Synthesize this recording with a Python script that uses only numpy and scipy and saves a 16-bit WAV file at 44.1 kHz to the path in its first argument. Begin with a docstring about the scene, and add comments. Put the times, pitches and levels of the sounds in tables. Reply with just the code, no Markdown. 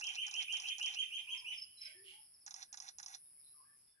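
"""A meadow at a forest edge. Bush crickets buzz with their wings throughout, over soft air and far twitter.
At once a camera close on the right clacks through four frames with its mirror and shutter, while a bird
repeats ten rising whistles that echo from the trees. A small bird ticks, faintly at first and louder
from 1.4 s. Soft far calls come and go from 1.2 s, and two harsh ones follow around 2 s.
At 2.5 s the camera fires three more frames."""
import sys
import numpy as np
from scipy import signal
from scipy.fft import rfft, irfft
from scipy.io import wavfile
from scipy.ndimage import uniform_filter1d

SR = 44100
rng = np.random.default_rng(int(sys.argv[2]) if len(sys.argv) > 2 else 0)


def generate_wav(sig):
    """Save sig (samples, or channels by samples) to the path in sys.argv[1] as 16-bit PCM at SR."""
    pcm = np.round(np.clip(np.atleast_2d(sig).T, -1, 1) * 32767).astype(np.int16)
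    wavfile.write(sys.argv[1], SR, pcm)


N = 176400
T = np.arange(N) / SR


def amp(db):
    """Turn decibels into a factor to multiply by."""
    return 10 ** (np.asarray(db) / 20)


def unit(x):
    """Scale a signal to an average strength (rms) of 1."""
    return x / np.sqrt(np.mean(x ** 2) + 1e-20)


def add(out, start_s, x):
    """Mix x into out from start_s, dropping what falls outside the scene."""
    i = int(round(start_s * SR))
    x = x[..., max(-i, 0):max(N - i, 0)]
    out[..., max(i, 0):max(i, 0) + x.shape[-1]] += x


def drift(turns_per_s):
    """A randomly wandering curve with a typical size of 1."""
    points = rng.standard_normal(N // 20)
    return unit(np.interp(T * turns_per_s, np.arange(len(points)), points))


def phase(hz):
    """The running angle of a wave whose pitch changes."""
    return 2 * np.pi * np.cumsum(hz) / SR


def arch(progress):
    """A rounded rise and fall as progress goes from 0 to 1."""
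    return np.sin(np.pi * np.clip(progress, 0, 1))


def resonate(x, hz, width_hz, order=1):
    """Ring around one pitch; white noise comes out about as strong as it went in."""
    edges = np.clip([hz - width_hz / 2, hz + width_hz / 2], 20, SR * .45)
    band = signal.butter(order, edges, "band", fs=SR, output="sos")
    return signal.sosfilt(band, x + 1e-18) * np.sqrt(SR / 2 / width_hz)


def place(x, pan_db, lag_s):
    """Make stereo: positive pan_db is louder on the left, negative lag_s reaches the left first."""
    return np.array([np.interp(T - lag_s, T, x) * amp(pan_db / 2), x * amp(-pan_db / 2)])


def trees(x, echo_db, fade_s, build_s):
    """Dense echoes off trunks and leaves, different on each side, falling 60 dB in fade_s."""
    t = T[:SR]
    echo = rng.standard_normal((2, SR)) * amp(-60 * t / fade_s) * (1 - np.exp(-t / build_s))
    echo /= np.sqrt(np.sum(echo ** 2, axis=1, keepdims=True))
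    return amp(echo_db) * signal.fftconvolve(np.atleast_2d(x), echo, axes=1)[:, :N]


def noise(spectrum, alike):
    """Steady stereo noise shaped by a spectrum; alike (0 to 1) is the share both sides have in common."""
    hz, db = np.transpose(spectrum)
    white = rng.standard_normal((3, N))
    stereo = np.sqrt(alike) * white[0] + np.sqrt(1 - alike) * white[1:]
    gain = amp(np.interp(np.log(np.fft.rfftfreq(N, 1 / SR) + 1), np.log(hz), db))
    return unit(irfft(rfft(stereo) * gain, N))


def crickets():
    """Two bush crickets: every wing stroke is a scratchy downward sweep."""
    # each cricket: strokes_per_s, from_hz, to_hz, level_db, pan_db, lag_s
    singers = [(147.3, 11300, 9440, -2.5, 11.5, -.00023), (122.5, 11300, 9100, -9, -22.5, -.00032)]
    # loudness they share: time_s, level_db
    loudness = [(0.0, -68.5), (0.51, -65.5), (0.86, -65), (0.91, -69), (1.56, -67.5), (1.85, -64),
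                (2.23, -64.5), (2.27, -68), (2.84, -69.5), (3.12, -64), (3.56, -62.5), (3.61, -68),
                (3.91, -71.5), (4.0, -74.5)]
    shared_db = np.interp(T, *np.transpose(loudness))
    out = 0
    for strokes_per_s, from_hz, to_hz, db, pan_db, lag_s in singers:
        progress = np.cumsum(strokes_per_s * (1 + 0.0043 * drift(9.7))) / SR % 1
        hz = from_hz + (to_hz - from_hz) * progress + 200 * drift(2500)
        song = unit(arch(progress) * np.sin(phase(hz)))
        song *= amp(db + 1.2 * drift(40) + shared_db)
        out = out + place(song, pan_db, round(lag_s * SR) / SR)
    return out + trees(out, echo_db=-9, fade_s=.15, build_s=.003)


def air():
    """Still air: a steady low rumble with a thin hiss."""
    # tone of the air: pitch_hz, level_db
    spectrum = [(25, -20.5), (45, -9.5), (70, -3.5), (100, -1.5), (200, -8), (450, -15), (1200, -17),
                (2500, -15), (4200, -24), (6800, -28.5), (8300, -9.5), (11000, -8)]
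    return amp(-69.5) * noise(spectrum, alike=0.36)


def far_twitter():
    """Distant bird ticks blend into a flickering high hiss, mostly on the right."""
    # tone of the hiss: pitch_hz, level_db
    spectrum = [(3800, -34), (4600, -11.5), (5200, -3), (5550, -9), (6100, -50), (7000, -48.5)]
    # its swells: time_s, level_db
    loudness = [(0, -77.5), (2.1, -72.5), (2.6, -79), (3.2, -81.5), (3.6, -74.5), (3.75, -81.5),
                (3.88, -72.5), (4, -84)]
    level = amp(np.interp(T, *np.transpose(loudness)) + 0.97 * drift(37))
    return level * noise(spectrum, alike=0.078) * amp([[-7], [3]])


def random_clicks(per_s):
    """A quarter second of randomly timed clicks."""
    n = SR // 4
    return (rng.random(n) < per_s / SR) * rng.choice([-1, 1], n) * rng.uniform(0.65, 1, n)


def camera_body(force, click_hz):
    """The struck camera rings in four ways, one row each: thud, clack, ping, click."""
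    # resonances of the body, low to high: pitch_hz, width_hz, level_db
    thud = [(780, 70, 0), (1050, 380, -1)]
    clack = [(1526, 150, 2.5), (2060, 480, 1.5), (2890, 190, -11.5)]
    ping = [(3604, 160, 0.05), (4174, 93, 0)]
    rows = []
    for part in (thud, clack, ping):
        rings = [amp(db) * resonate(force, hz, width_hz) * (-1) ** k
                 for k, (hz, width_hz, db) in enumerate(part)]
        rows.append(sum(rings) / np.sqrt(len(part)))
    rows.append(resonate(force, click_hz, width_hz=1260, order=2))
    return signal.sosfilt(signal.butter(4, [660, 8000], "band", fs=SR, output="sos"), np.array(rows))


def clatter(contacts):
    """A run of hard contacts, each one sharp blow with tiny bounces and a short rattle."""
    t = T[:SR // 4]
    bounce = amp(-9) * np.exp(-t / 0.0015)
    rattle = amp(-18.5) * np.exp(-t / 0.016)
    out = np.zeros((4, SR // 2))
    for delay_s, *levels_db, click_hz in contacts:
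        force = random_clicks(per_s=4000) * (bounce + rattle)
        force[0] = 1   # the blow itself
        rings = camera_body(force, click_hz)
        add(out, delay_s, amp(levels_db)[:, None] * rings / np.abs(rings).max(axis=1, keepdims=True))
    return out


def winding(length_s=0.0739):
    """Gear teeth tick against the body while the motor resets the shutter."""
    # loudness of the gears: thud_db, clack_db, ping_db, click_db
    levels_db = [-67.5, -65, -69.5, -59.5]
    teeth = random_clicks(per_s=2500) * (T[:SR // 4] < length_s)
    rings = camera_body(teeth, click_hz=5930)
    return amp(levels_db)[:, None] * rings / rings[:, :int(length_s * SR)].std(axis=1, keepdims=True)


def camera():
    """For every frame the mirror lifts, the shutter fires and the motor winds."""
    # when each frame happens: mirror_s, shutter_s
    frames = [(-.0035, 0.069), (.267, 0.34), (0.5252, 0.6), (.783, 0.86), (2.464, 2.5418), (2.7283, 2.8017),
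              (2.9852, 3.0617)]
    # blows of the mirror and of the shutter: delay_s, thud_db, clack_db, ping_db, click_db, click_hz
    mirror_contacts = [(0, -58.5, -68, -59, -34.5, 6250), (.002, -70, -60, -63, -49.5, 6200),
                       (.0113, -57, -50, -60, -49, 6300), (.0146, -56, -43.5, -65.5, -38, 5750),
                       (.0195, -74, -74, -64.5, -58, 6100), (.0443, -57.5, -57.5, -53, -39, 6140),
                       (.0461, -79, -72.5, -49, -36.5, 6000), (.054, -57.5, -53, -83, -65, 6250)]
    shutter_contacts = [(0, -51.5, -61, -54, -33.5, 5670), (.003, -68, -61.5, -65, -42.5, 5900),
                        (.0178, -60, -52.5, -66, -51, 6200), (.0213, -69.5, -63, -60.5, -41.5, 6200),
                        (.0695, -84.5, -72, -64, -52, 5900), (.078, -63.5, -56, -46.5, -49.5, 5900),
                        (.086, -64, -50, -51, -33.5, 5600), (.0885, -64.5, -52, -50, -45.5, 5670)]
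    # left-right balance: thud_db, clack_db, ping_db, click_db
    pans_db = [2.5, -3, -6, -6.5]
    mirror, shutter = clatter(mirror_contacts), clatter(shutter_contacts)
    add(shutter, .02, winding())
    out = np.zeros((4, N))
    for mirror_s, shutter_s in frames:
        add(out, mirror_s, mirror)
        add(out, shutter_s, shutter)
    direct = sum(place(row, pan_db, lag_s=-0.0003306) for row, pan_db in zip(out, pans_db))
    ground = trees(direct, echo_db=-8, fade_s=.04, build_s=.001)
    return direct + ground + trees(direct, echo_db=-19, fade_s=.11, build_s=.009)


def whistling_bird():
    """Each note climbs to its top, sags, then breaks into a rasping upward flick."""
    # notes: start_s, length_s (without the flick), top_hz, level_db
    whistles = [(.010, 0.068, 3182, -40), (0.159, .068, 3130, -38), (.329, 0.066, 3152, -37.5),
                (.479, 0.067, 3138, -37), (0.635, 0.066, 3172, -38), (0.792, 0.067, 3166, -37),
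                (.952, 0.062, 3159, -38), (1.105, 0.069, 3192, -39), (1.271, 0.067, 3203, -39.5),
                (1.444, 0.067, 3016, -40)]
    start_hz, sag_hz_per_s, swell_s = 2365, 3850, 0.059
    flick_s, flick_low_hz, flick_high_hz = 0.022, 2284, 3768
    progress = np.linspace(0, 1, int(flick_s * SR))
    flick_hz = flick_low_hz + (flick_high_hz - flick_low_hz) * progress ** 1.5
    flick_level = amp(-5.5 - 5.5 * progress) * np.minimum(10 * (1 - progress), 1)
    rasp = resonate(rng.standard_normal(N), hz=2630, width_hz=1000, order=3)
    voice, overtones = np.zeros((2, N))
    for start_s, length_s, top_hz, db in whistles:
        t = T[:int(length_s * SR)]
        rise_s = .74 * length_s
        climb_hz = top_hz - (top_hz - start_hz) * np.maximum(1 - t / rise_s, 0) ** 1.7
        sag_hz = sag_hz_per_s * np.maximum(t - rise_s, 0)
        swell = np.minimum(t / swell_s, 1) ** 0.31
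        # join the note smoothly to its flick
        hz = uniform_filter1d(np.r_[climb_hz - sag_hz, flick_hz], size=180)
        level = uniform_filter1d(np.r_[swell, flick_level], size=60)
        level *= amp(db + 2.15 * drift(178.6)[:len(hz)])   # quick flutter
        angle = phase(hz * (1 + .006 * drift(500)[:len(hz)]))
        add(voice, start_s, level * np.sin(angle))
        voice += amp(db - 9.5) * arch((T - start_s - length_s) / flick_s) * rasp
        # overtones grow as the pitch climbs
        brightness = np.clip((hz - start_hz) / (top_hz - start_hz), 0, 1) ** 0.72
        upper_tones = amp(-21) * np.sin(2 * angle) + amp(-27) * np.sin(3 * angle)
        add(overtones, start_s, level * brightness * upper_tones)
    direct, bright = [place(x, pan_db=-4, lag_s=-0.0006625) for x in (voice, overtones)]
    main_tone = amp(-4.5) * direct + whistle_echoes(direct)
    return main_tone + bright + trees(bright, echo_db=2.5, fade_s=0.36, build_s=.008)


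def whistle_echoes(voice):
    """The trees scatter the whistle, some pitches linger, and the forest edge sends back one clear echo."""
    # pitches that ring on: pitch_hz, level_db
    ringing = [(2464, -3.5), (2610, -19), (2711, -3), (2857, -6), (2945, -3.5), (3006, -15), (3118, -10),
               (3190, -9.5)]
    ring_width_hz, linger_hz, linger_width_hz, edge_delay_s = 13, 2950, 930, .072
    ring = sum(amp(db) * resonate(voice, hz, ring_width_hz) for hz, db in ringing)
    ring *= np.sqrt(2 * ring_width_hz / SR)   # take away the boost that resonate adds
    lingering = resonate(voice, linger_hz, linger_width_hz) * np.sqrt(2 * linger_width_hz / SR)
    echoes = trees(voice, echo_db=0.5, fade_s=0.24, build_s=0.0056)
    echoes += trees(lingering, echo_db=-7, fade_s=0.7, build_s=0.02)
    add(echoes, edge_delay_s, trees(lingering, echo_db=-12.5, fade_s=0.013, build_s=0.0016))
    return amp(6) * ring + echoes


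def ticking_bird(faint_gap_s=0.09, faint_db=-78):
    """Each tick is two overlapping, slightly rough downward strokes; fainter ticks run on behind."""
    # the louder ticks: start_s, level_db
    ticks = [(1.372, -48), (1.533, -59), (1.571, -47), (1.612, -44.5), (1.66, -71), (1.771, -56),
             (1.807, -46.5), (1.847, -45), (1.893, -59.5), (1.965, -63), (2.205, -70), (2.245, -66.5),
             (2.335, -64), (2.405, -65)]
    # the strokes of one tick: delay_s, length_s, from_hz, to_hz, level_db
    strokes = [(0, 0.02, 5387, 5160, 1.5), (0.018, .016, 5344, 4795, -2.5)]
    faint_ticks = [((k + 0.49 * late) * faint_gap_s, faint_db + 3 * loud)
                   for k, (late, loud) in enumerate(rng.standard_normal((N // 2000, 2)))]
    waver_hz = 95 * drift(1200)
    out = np.zeros(N)
    for start_s, db in list(ticks) + faint_ticks:
        for delay_s, length_s, from_hz, to_hz, stroke_db in strokes:
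            progress = np.linspace(0, 1, int(length_s * SR))
            hz = from_hz + (to_hz - from_hz) * progress
            hz += waver_hz[rng.integers(N // 2):][:len(hz)]
            add(out, start_s + delay_s, amp(db + stroke_db) * arch(progress) * np.sin(phase(hz)))
    direct = place(out, pan_db=-4.5, lag_s=-0.000608)
    leaves = trees(direct, echo_db=-3, fade_s=.035, build_s=.001)
    return direct + leaves + trees(direct, echo_db=-8, fade_s=0.3, build_s=0.007)


def soft_calls():
    """Far, wavering hoots and whistles; the forest blurs all but their lowest pitches."""
    # calls: start_s, length_s, first_hz, middle_hz, last_hz, level_db, pan_db
    calls = [(1.174, 0.037, 870, 870, 980, -71, -4), (1.263, 0.2, 996, 985, 970, -76, 18.5),
             (1.477, 0.05, 940, 864, 740, -69.5, 9), (1.764, 0.039, 4140, 3974, 4100, -62, -6),
             (1.827, 0.025, 4020, 3920, 3980, -61.5, -9), (1.831, 0.085, 1526, 1560, 1580, -77, -9),
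             (1.859, 0.072, 650, 608, 572, -76.5, -5), (1.925, 0.0915, 1743, 1778, 1930, -69, -7),
             (1.945, 0.17, 345, 396, 367, -65.5, 9), (2.109, 0.083, 796, 855, 875, -70.5, -8),
             (2.681, 0.027, 1630, 1685, 1610, -74, 4), (3.219, 0.069, 3670, 3700, 3750, -87, -3),
             (3.364, 0.028, 2250, 2250, 2270, -80.5, -3), (3.735, 0.066, 6170, 6300, 6400, -85.5, -8),
             (3.863, 0.088, 3480, 3570, 3510, -81, -3), (3.417, 0.076, 3700, 3670, 3800, -83.5, -14),
             (3.435, 0.056, 4080, 4084, 3920, -71, -6), (3.528, 0.082, 1206, 1114, 967, -75, 12),
             (3.568, 0.079, 995, 1135, 1160, -68.5, -5.5), (3.637, 0.095, 1670, 1688, 1740, -75.5, 7),
             (3.677, 0.073, 1207, 1167, 1186, -78.5, -1), (3.939, 0.073, 1665, 1630, 1610, -75.5, 14)]
    out = np.zeros((2, N))
    for start_s, length_s, first_hz, middle_hz, last_hz, db, pan_db in calls:
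        progress = np.linspace(0, 1, int(length_s * SR))
        glide_hz = np.polyval(np.polyfit([0, .5, 1], [first_hz, middle_hz, last_hz], 2), progress)
        waver_hz = 40 * min(middle_hz / 1100, 1) ** 1.32 * drift(260)[:len(progress)]
        call = amp(db) * arch(progress) ** 0.4 * np.sin(phase(glide_hz + waver_hz))
        add(out, start_s, call * amp([[pan_db / 2], [-pan_db / 2]]))
    high = signal.sosfilt(signal.butter(2, 600, "high", fs=SR, output="sos"), out + 1e-18)
    low = signal.sosfilt(signal.butter(2, 600, "low", fs=SR, output="sos"), out + 1e-18)
    return low + amp(-10) * high + trees(high, echo_db=2.5, fade_s=0.23, build_s=0.0026)


def harsh_calls(puffs_per_s=170):
    """Far off, rough and uneven puffs of air make a throat ring."""
    # calls: start_s, length_s, then one level_db for each throat resonance
    calls = [(1.79, 0.13, -62, -63.5, -74, -83), (2.035, 0.12, -68, -61.5, -72.5, -81.5)]
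    # the four throat resonances: pitch_hz, width_hz
    throat = [(2330, 380), (3110, 550), (3800, 1430), (6900, 990)]
    breath = rng.standard_normal(N)
    pulsing = 1 + np.sin(phase(puffs_per_s * (1 + 0.05 * drift(90))))
    puffs = unit(breath * pulsing)
    out = np.zeros(N)
    for start_s, length_s, *levels_db in calls:
        swell = arch((T - start_s) / length_s) ** 0.87
        for (hz, width_hz), db in zip(throat, levels_db):
            out += amp(db) * swell * resonate(puffs, hz, width_hz, order=2)
    direct = place(out, pan_db=-5.0, lag_s=-0.00026)
    return direct + trees(direct, echo_db=2.0, fade_s=0.36, build_s=0.0035)


def scene():
    """The camera and all the callers over crickets, still air and far twitter."""
    meadow = crickets() + air() + far_twitter()
    return meadow + camera() + whistling_bird() + ticking_bird() + soft_calls() + harsh_calls()


def record(dry, cutoff_hz=11300):
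    """The sound starts briefly louder and fades at the end; the highest treble is cut."""
    # overall loudness: time_s, level_db
    loudness = [(0, 3.5), (.02, 0), (3.88, -1.5), (4, -7.5)]
    faded = dry * amp(np.interp(T, *np.transpose(loudness)))
    return signal.sosfilt(signal.ellip(12, .2, 80, cutoff_hz, fs=SR, output="sos"), faded)


dry = scene()
out = record(dry)
generate_wav(out)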